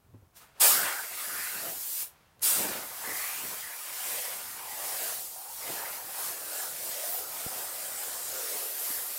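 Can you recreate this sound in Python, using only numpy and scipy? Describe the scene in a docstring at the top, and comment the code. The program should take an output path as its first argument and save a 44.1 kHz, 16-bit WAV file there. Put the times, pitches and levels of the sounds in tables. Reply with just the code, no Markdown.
"""Inside a plastic tent, close to the camera, a compressed-air spray gun paints a car door.
A faint puff, a short pass, then a long one; each pass opens with a surge of stored pressure.
Shaped noise makes the air: strokes of the hand swell the nozzle's hiss and change the splash and
roar on the panel, which thin out past the door's edge. Sliding narrow noise hoots, damped tones bump,
bursts tick, and gusts buffet the microphone over a quiet tent with a faint rumble."""
import sys
import numpy as np
from scipy import signal
from scipy.io import wavfile
from scipy.ndimage import uniform_filter1d

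SR = 44100
rng = np.random.default_rng(int(sys.argv[2]) if len(sys.argv) > 2 else 0)


def dump_mix(stems):
    """Bounce the given channels to the path in sys.argv[1] as a 16-bit WAV at rate SR."""
    frames = np.atleast_2d(stems).T  # one column per channel
    limited = np.clip(frames, -1, 1)  # hard clip at full scale
    pcm = np.round(limited * 32767).astype(np.int16)
    wavfile.write(sys.argv[1], SR, pcm)


N = 404838
FRAME, HOP = 512, 128  # samples
HZ = np.fft.rfftfreq(FRAME, 1 / SR)
FRAME_S = np.arange(N // HOP + 5) * HOP / SR
T = np.arange(N) / SR

# pulls of the trigger, with the surge of stored pressure: open_s, shut_s, surge_db
TRIGGER_PULLS = [(0.597, 2.03, 23.5), (2.416, 9.3, 18)]
# colour of the air leaving the nozzle: frequency_hz, density_db (per Hz, relative)
HISS_COLOUR = [(150, -36), (400, -32), (1000, -11), (2000, -11), (3000, -8), (3800, -7), (4800, -4),
               (6200, -5), (8000, -1.5), (10000, -1.16), (11500, -1), (13300, 0), (15000, 0.3),
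               (16000, -6.5)]
# colour of the eddies and gusts at the microphone: frequency_hz, density_db (per Hz, relative)
EDDY_COLOUR = [(20, -8), (60, -16), (120, 12.5), (200, -1), (350, 5), (500, 4.5), (900, -3), (3000, -50)]


def from_db(db):
    """Decibels to gain."""
    return 10 ** (np.asarray(db) / 20)


def unit(x):
    """Scales to an rms of one."""
    return x / np.sqrt(np.mean(x ** 2) + 1e-20)


def spectrum(points):
    """Reads (Hz, dB) points on a log-frequency axis."""
    hz, db = np.transpose(points)
    return np.interp(np.log(HZ + 1), np.log(hz), db)


def controls(table):
    """Each column after the time as a curve over the frames."""
    s, *columns = np.transpose(table)
    return [np.interp(FRAME_S, s, column)[:, None] for column in columns]


def drift(seconds, band_hz):
    """A smooth random field over time and frequency, averaged twice over the given size."""
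    field = rng.standard_normal((len(FRAME_S), len(HZ)))
    for axis, steps in enumerate((seconds * SR / HOP, band_hz / HZ[1])):
        for _ in range(2):
            field = uniform_filter1d(field, max(1, round(steps)), axis, mode="wrap")
    return unit(field)


def waver(seconds):
    """A smooth random curve over the frames."""
    return drift(seconds, 100)[:, :1]


def hump(hz, octaves, order=2):
    """A broad resonance in dB, centred on hz."""
    return -10 * order * np.log10(1 + (np.log2((HZ + 1) / hz) / octaves) ** 2)


def swell(middle_s, length_s, shape=2):
    """A smooth rise and fall from 0 to 1 and back; shape 2 is a bell, higher is flatter on top."""
    return np.exp(-abs(2 * (FRAME_S[:, None] - middle_s) / length_s) ** shape)


def turbulence(shape_db, level_db):
    """Churning air: noise whose colour and rms level change from frame to frame."""
    gain = from_db(shape_db) * np.ones((len(FRAME_S), 1))
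    gain *= from_db(level_db) / np.sqrt(np.mean(gain ** 2, axis=1, keepdims=True))
    noise = rng.standard_normal(len(FRAME_S) * HOP)
    white = signal.stft(noise, nperseg=FRAME, noverlap=FRAME - HOP)[2]
    shaped = white[:, :len(FRAME_S)] * gain.T
    return signal.istft(shaped, nperseg=FRAME, noverlap=FRAME - HOP)[1][:N]


def add(mix, s, sound):
    """Mixes a sound in at time s."""
    part = mix[round(s * SR):][:len(sound)]
    part += sound[:len(part)]


def valve(rise_s=0.017, t60_s=0.18):
    """The air starts quickly with the trigger and dies away when it is let go."""
    opening = np.zeros(N)
    for open_s, shut_s, _ in TRIGGER_PULLS:
        rise = np.clip((T - open_s) / rise_s, 0, 1)
        opening += rise * from_db(-60 * np.maximum(T - shut_s, 0) / t60_s)
    return opening


def surge(crest_s=0.042, settle_s=0.22, shape=1.6):
    """The lift in dB while the pressure stored in the hose runs out."""
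    t = FRAME_S[:, None]
    return sum(db * (t > open_s - 0.02) * swell(open_s + crest_s, 2 * settle_s, shape)
               for open_s, _, db in TRIGGER_PULLS)


def spray_swells(shape=2.6, splash_lead_s=0.0067):
    """All swells share one arch: lifts in dB of hiss, splash and roar, and the splash's resonance."""
    # swells of the spray, whose overlapping lifts add up: the first blast's low push, then strokes
    # of the hand: middle_s, length_s, hiss_lift_db, splash_lift_db, roar_lift_db, splash_hz
    swell_rows = [(0.625, 0.18, 0.5, 4, 12.5, 1800), (0.804, 0.41, 3, 17.5, 8.5, 1500),
                  (1.417, 0.69, 9.5, 10.3, -1.5, 1690), (2.022, 0.47, 11, -10, -7, 1600),
                  (2.665, 0.35, 4.5, 12, 8, 1650), (3.138, 0.35, 6.5, 4.5, 7, 1750),
                  (3.407, 0.44, 5, 4.5, 2, 1930), (4.148, 0.51, 8, 8.5, 3.5, 2060),
                  (4.976, 0.52, 7.5, 6, 5, 1900), (5.787, .36, 4.3, 7, 8.5, 1700),
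                  (6.238, 0.2, 5.5, 5.5, 3.3, 1416), (6.602, 0.22, 4.5, 6, 5.5, 1400),
                  (6.905, 0.22, 5, 0, 3.5, 1950), (7.126, 0.21, 5.6, 1, 0.5, 1400),
                  (7.545, 0.49, 1.5, 3, 4, 1400), (8.067, 0.24, 1.2, 3.7, 2.5, 1400),
                  (8.5, 0.34, 2, 5, 4.5, 1640), (8.892, 0.2, 3, 3, 1, 1550)]
    middle_s, length_s, hiss_db, splash_db, roar_db, hz = np.transpose(swell_rows)
    jet = swell(middle_s, length_s, shape)
    panel = swell(middle_s - splash_lead_s, length_s, shape)  # the fan meets the panel before the hiss peaks
    weights = panel + 1e-3
    splash_hz = weights @ hz / weights.sum(1)
    return [curve[:, None] for curve in (jet @ hiss_db, panel @ splash_db, panel @ roar_db, splash_hz)]


def off_edge(crossing_s=0.14):
    """The share of the fan that misses the door."""
    # the fan runs past the edge of the door: from_s, to_s
    edge_spans = [(1.75, 1.99), (5.19, 5.6)]
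    t = FRAME_S[:, None]
    return sum(np.clip(np.minimum(t - from_s, to_s - t) / crossing_s + 0.5, 0, 1)
               for from_s, to_s in edge_spans)


def door_echo(delay_s=0.0012, sway=0.14, strength=0.027):
    """The door mirrors the nozzle: a comb in dB that slides as the hand sways."""
    delay = delay_s * np.exp(sway * waver(0.488))
    return 20 * np.log10(abs(1 + strength * np.exp(-2j * np.pi * HZ * delay)))


def nozzle(hiss_db, splash_db, press=0.115, thinning=0.079, miss_db=2.0, beam_octaves=0.18,
           patchy_db=1.9, waver_db=0.77):
    """The bright hiss of the jet, fuller when the air is pressed against the door."""
    # level of the hiss between swells, rising as the gun comes closer: time_s, level_db
    nearness = [(0.6, -44), (3.7, -42.5), (6.0, -40.5), (9.1, -35)]
    # the sharpest band of the hiss, which shifts as the gun turns: time_s, centre_hz, lift_db
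    beam = [(1.0, 8500, 1.5), (1.9, 14500, 1.5), (2.55, 8400, 4), (2.75, 9000, -2), (2.92, 13100, 2),
            (3.1, 11500, 0.5), (4.2, 10100, 2), (5.0, 10800, 1), (5.3, 6400, 1.5), (5.6, 11000, -0.5),
            (5.9, 13300, 2.5), (6.35, 9500, 1.5), (6.6, 8800, 2.5), (6.9, 8800, 0.5), (7.0, 12000, -7),
            (7.12, 15100, 8), (7.35, 11000, -0.5), (7.55, 8600, 1), (7.9, 8400, 4.5), (8.2, 7500, 5.5),
            (8.5, 7400, -1), (8.7, 11900, 5), (9.15, 12000, 4)]
    near_db, = controls(nearness)
    beam_hz, beam_lift_db = controls(beam)
    force_db = hiss_db + surge()
    fullness_db = press * splash_db - thinning * force_db - miss_db * off_edge()
    shape_db = spectrum(HISS_COLOUR) + fullness_db / (1 + (HZ / 6600) ** 6)  # fullness below 6600 Hz
    shape_db += beam_lift_db * from_db(hump(beam_hz, beam_octaves))
    shape_db += door_echo() + patchy_db * drift(0.037, 200)
    return turbulence(shape_db, near_db + force_db + waver_db * waver(0.085))


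def splash(lift_db, hz, level_db=-53.0, miss_db=16.0, octaves=0.8, patchy_db=3.5, flutter_db=1.43):
    """The fan of air breaks on the sheet metal in a hollow rush."""
    shape_db = hump(hz, octaves, order=3) + patchy_db * drift(0.076, 250)
    now_db = level_db + lift_db - miss_db * off_edge() + flutter_db * waver(0.015)
    return turbulence(shape_db, now_db)


def roar(lift_db, level_db=-52.0, miss_db=4.5, octaves=0.83, lowest_hz=290, patchy_db=3.5, flutter_db=1.5):
    """Larger whirls run along the panel and sound lower; the width of the fan limits their size."""
    # resonance of the air spreading along the panel: time_s, centre_hz
    panel_resonance = [(0.6, 810), (0.85, 610), (1.4, 850), (2.6, 650), (3.0, 970), (3.85, 900), (4.2, 650),
                       (4.5, 960), (5.05, 594), (5.47, 910), (5.7, 700), (6.05, 820), (6.4, 596),
                       (8.0, 656), (8.5, 490), (9.1, 670)]
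    hz, = controls(panel_resonance)
    shape_db = hump(hz, octaves, order=3) - 10 * np.log10(1 + (lowest_hz / (HZ + 1)) ** 6)
    shape_db = shape_db + patchy_db * drift(0.038, 100)
    now_db = level_db + lift_db - miss_db * off_edge() + flutter_db * waver(0.02)
    return turbulence(shape_db, now_db)


def hoots(width=0.1, taper=0.57):
    """Air catches edges and hollows of the door: noise in a narrow resonance whose pitch slides."""
    # hoots as the gun passes: start_s, end_s, first_hz, last_hz, level_db
    hoot_slides = [(0.389, 0.467, 1150, 1360, -65), (0.585, 0.73, 950, 800, -43.5),
                   (0.691, 1.077, 1450, 1554, -41.5), (1.29, 1.56, 1780, 2050, -44.5),
                   (1.58, 1.776, 660, 738, -48.5), (3.001, 3.327, 1860, 2180, -43.5),
                   (3.141, 3.481, 2200, 2830, -47), (3.596, 3.775, 1885, 1790, -47.5),
                   (4.0, 4.42, 563, 521, -54), (4.55, 5.016, 1050, 632, -49), (4.997, 5.245, 529, 748, -58),
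                   (5.307, 5.57, 685, 960, -52), (6.9, 7.276, 518, 847, -47.5),
                   (7.703, 7.945, 690, 606, -53), (8.33, 8.603, 520, 471, -52),
                   (8.88, 9.015, 1850, 1650, -54)]
    out = np.zeros(N)
    for start_s, end_s, first_hz, last_hz, level_db in hoot_slides:
        hz = np.geomspace(first_hz, last_hz, round((end_s - start_s) * SR))
        smooth = signal.butter(2, width * first_hz, fs=SR, output="sos")
        noise = rng.standard_normal(SR) + 1j * rng.standard_normal(SR)
        wobble = signal.sosfilt(smooth, noise)[:len(hz)]
        hoot = unit((wobble * np.exp(2j * np.pi * np.cumsum(hz) / SR)).real)
        add(out, start_s, from_db(level_db) * hoot * signal.windows.tukey(len(hz), taper))
    return out


def leaks(rush_lingers=3.1, rush_hz=900, rush_octaves=2.04):
    """Faint puffs through the barely open valve: a fine hiss dies quickly, a dull rush lingers."""
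    # air seeping through the valve: start_s, rise_s, hiss_db, rush_db, hiss_t60_s
    valve_leaks = [(0.325, .045, -50, -61.5, 0.33), (0.40, 0.023, -64, -61.5, 0.16),
                   (0.54, 0.07, -54, -55, .15), (2.04, 0.023, -73.5, -61.5, 0.67),
                   (2.397, 0.016, -54, -62, .15)]
    hiss = turbulence(0.5 * spectrum(HISS_COLOUR), 0)  # half the contrast of the full jet
    rush = turbulence(hump(rush_hz, rush_octaves, order=3), 0)
    out = np.zeros(N)
    for start_s, rise_s, hiss_db, rush_db, t60_s in valve_leaks:
        opening = np.clip((T - start_s) / rise_s, 0, 1)
        fall_db = -60 * np.maximum(T - start_s - rise_s, 0) / t60_s
        out += opening ** 3 * hiss * from_db(hiss_db + fall_db)
        out += opening * rush * from_db(rush_db + fall_db / rush_lingers)
    return out


def bumps(rustle=0.26, rustle_hz=450, softness=0.28):
    """Handling makes dull damped tones with a little low-passed rustle."""
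    # soft bumps, level set before the envelope: start_s, level_db, pitch_hz, decay_s
    soft_bumps = [(0.036, -55, 85, 0.044), (0.077, -51, 115, 0.048), (0.133, -40.5, 106, 0.03),
                  (0.143, -43, 253, 0.012), (0.218, -46.5, 88, 0.022), (0.23, -55, 330, 0.0091),
                  (2.257, -60.5, 84, 0.017), (7.464, -23.5, 173, 0.0017), (8.903, -36, 288, 0.005)]
    out, t = np.zeros(N), T[:SR // 4]
    dull = signal.butter(2, rustle_hz, fs=SR, output="sos")
    for start_s, level_db, hz, decay_s in soft_bumps:
        scuff = unit(signal.sosfilt(dull, rng.standard_normal(len(t))))
        onset = 1 - np.exp(-t / (softness * decay_s))  # longer bumps start more gently
        body = np.sin(2 * np.pi * hz * t) + rustle * scuff
        add(out, start_s, from_db(level_db) * onset * np.exp(-t / decay_s) * body)
    return out


def ticks(decay_s=0.0005):
    """The trigger's tiny metal ticks: bright bursts of noise."""
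    # ticks of the trigger: start_s, peak_db
    trigger_ticks = [(2.330, -69), (2.395, -44)]
    out, t = np.zeros(N), T[:SR // 4]
    bright = signal.butter(1, [4000, 9000], "band", fs=SR, output="sos")
    for start_s, peak_db in trigger_ticks:
        tick = signal.sosfilt(bright, rng.standard_normal(len(t)) * np.exp(-t / decay_s))
        add(out, start_s, from_db(peak_db) * tick / abs(tick).max())
    return out


def eddies(level_db=-63.0, miss_db=5.0, lumpy_db=2.5, wander_db=2.0):
    """Stray eddies reach the microphone in lumps."""
    lumps_db = lumpy_db * waver(0.02) + wander_db * waver(0.11)
    return turbulence(spectrum(EDDY_COLOUR), level_db - miss_db * off_edge() + lumps_db)


def gusts(lumpy_db=3.0, lowest_hz=100):
    """The rebounding air hits the microphone squarely for a moment."""
    # gusts at the microphone, level set before the low cut: middle_s, length_s, level_db
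    mic_gusts = [(0.796, 0.18, -46), (1.348, 0.16, -53.5), (1.645, 0.24, -50.5), (2.5, .14, -48.5),
                 (2.636, 0.1, -37), (2.755, 0.15, -44), (3.102, 0.11, -47.5), (3.456, 0.17, -49.5),
                 (5.703, .1, -50.5), (6.246, 0.13, -62), (7.584, .12, -56), (8.25, 0.34, -68)]
    strength = sum(from_db(db) * swell(middle_s, length_s) for middle_s, length_s, db in mic_gusts)
    air = turbulence(spectrum(EDDY_COLOUR), lumpy_db * waver(0.02))
    air *= np.interp(T, FRAME_S, strength[:, 0])
    return signal.sosfilt(signal.butter(2, lowest_hz, "high", fs=SR, output="sos"), air)


def tent(x, wet_db=-15.5, t60_s=0.064):
    """The close plastic walls and the door add a short patter of reflections."""
    t = T[:SR // 5]
    struck = rng.random(len(t)) < 2000 / SR  # about 2000 reflections per second
    taps = rng.standard_normal(len(t)) * struck * (t > 0.004) * from_db(-60 * t / t60_s)
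    wet = signal.oaconvolve(x, taps / np.linalg.norm(taps))[:N]
    return (x + from_db(wet_db) * wet) / np.hypot(1, from_db(wet_db))


def thin_bass(x, deep_hz=235, depth_db=20.5, squareness=4.0, flicker_db=4.5, flicker_s=0.035):
    """Short gaps and a random flicker in the level below about 235 Hz during the spray."""
    # short gaps in the bass: middle_s, length_s
    bass_gaps = [(0.692, 0.07), (0.948, 0.092), (1.083, 0.033), (1.237, 0.15), (1.905, 0.12), (3.795, 0.18),
                 (4.243, 0.059), (5.45, .08), (6.544, 0.11), (7.034, 0.12), (8.45, 0.13), (8.716, 0.26),
                 (9.132, 0.17)]
    middle_s, length_s = np.transpose(bass_gaps)
    bass = signal.sosfiltfilt(signal.butter(3, deep_hz, fs=SR, output="sos"), x)
    dip_db = depth_db * swell(middle_s, length_s, squareness).sum(1)
    dip_db += flicker_db * np.maximum(waver(flicker_s)[:, 0], 0)
    return x - bass * (1 - from_db(-np.interp(T, FRAME_S, dip_db) * valve()))


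def background(level_db=-66.5, rumble_db=-70.0, rumble_hz=55, rumble_octaves=1.4):
    """The quiet tent and a faint rumble, both steady noise."""
    # colour of the quiet tent: frequency_hz, density_db (per Hz, relative)
    tent_colour = [(20, 5.5), (80, 7.5), (200, -3), (500, -7), (1000, -5), (2000, -13.5), (4000, -18.5),
                   (8000, -19), (15000, -17)]
    quiet = turbulence(spectrum(tent_colour), level_db)
    return quiet + turbulence(hump(rumble_hz, rumble_octaves, order=3), rumble_db)


def scene():
    """Everything reaches both channels alike."""
    hiss_db, splash_db, roar_db, splash_hz = spray_swells()
    spray = valve() * (nozzle(hiss_db, splash_db) + splash(splash_db, splash_hz) + roar(roar_db))
    air = thin_bass(tent(spray) + valve() * eddies() + background())
    mono = air + gusts() + hoots() + leaks() + bumps() + ticks()
    return np.array([mono, mono])


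def record(dry, low_cut_hz=42, edge_hz=15850):
    """The camera's low cut and band limit."""
    thinned = signal.sosfilt(signal.butter(2, low_cut_hz, "high", fs=SR, output="sos"), dry)
    band_limit = signal.firwin(1023, edge_hz, window=("kaiser", 8), fs=SR)
    return signal.oaconvolve(thinned, band_limit[None], "same", axes=1)


dry = scene()
out = record(dry)
dump_mix(out)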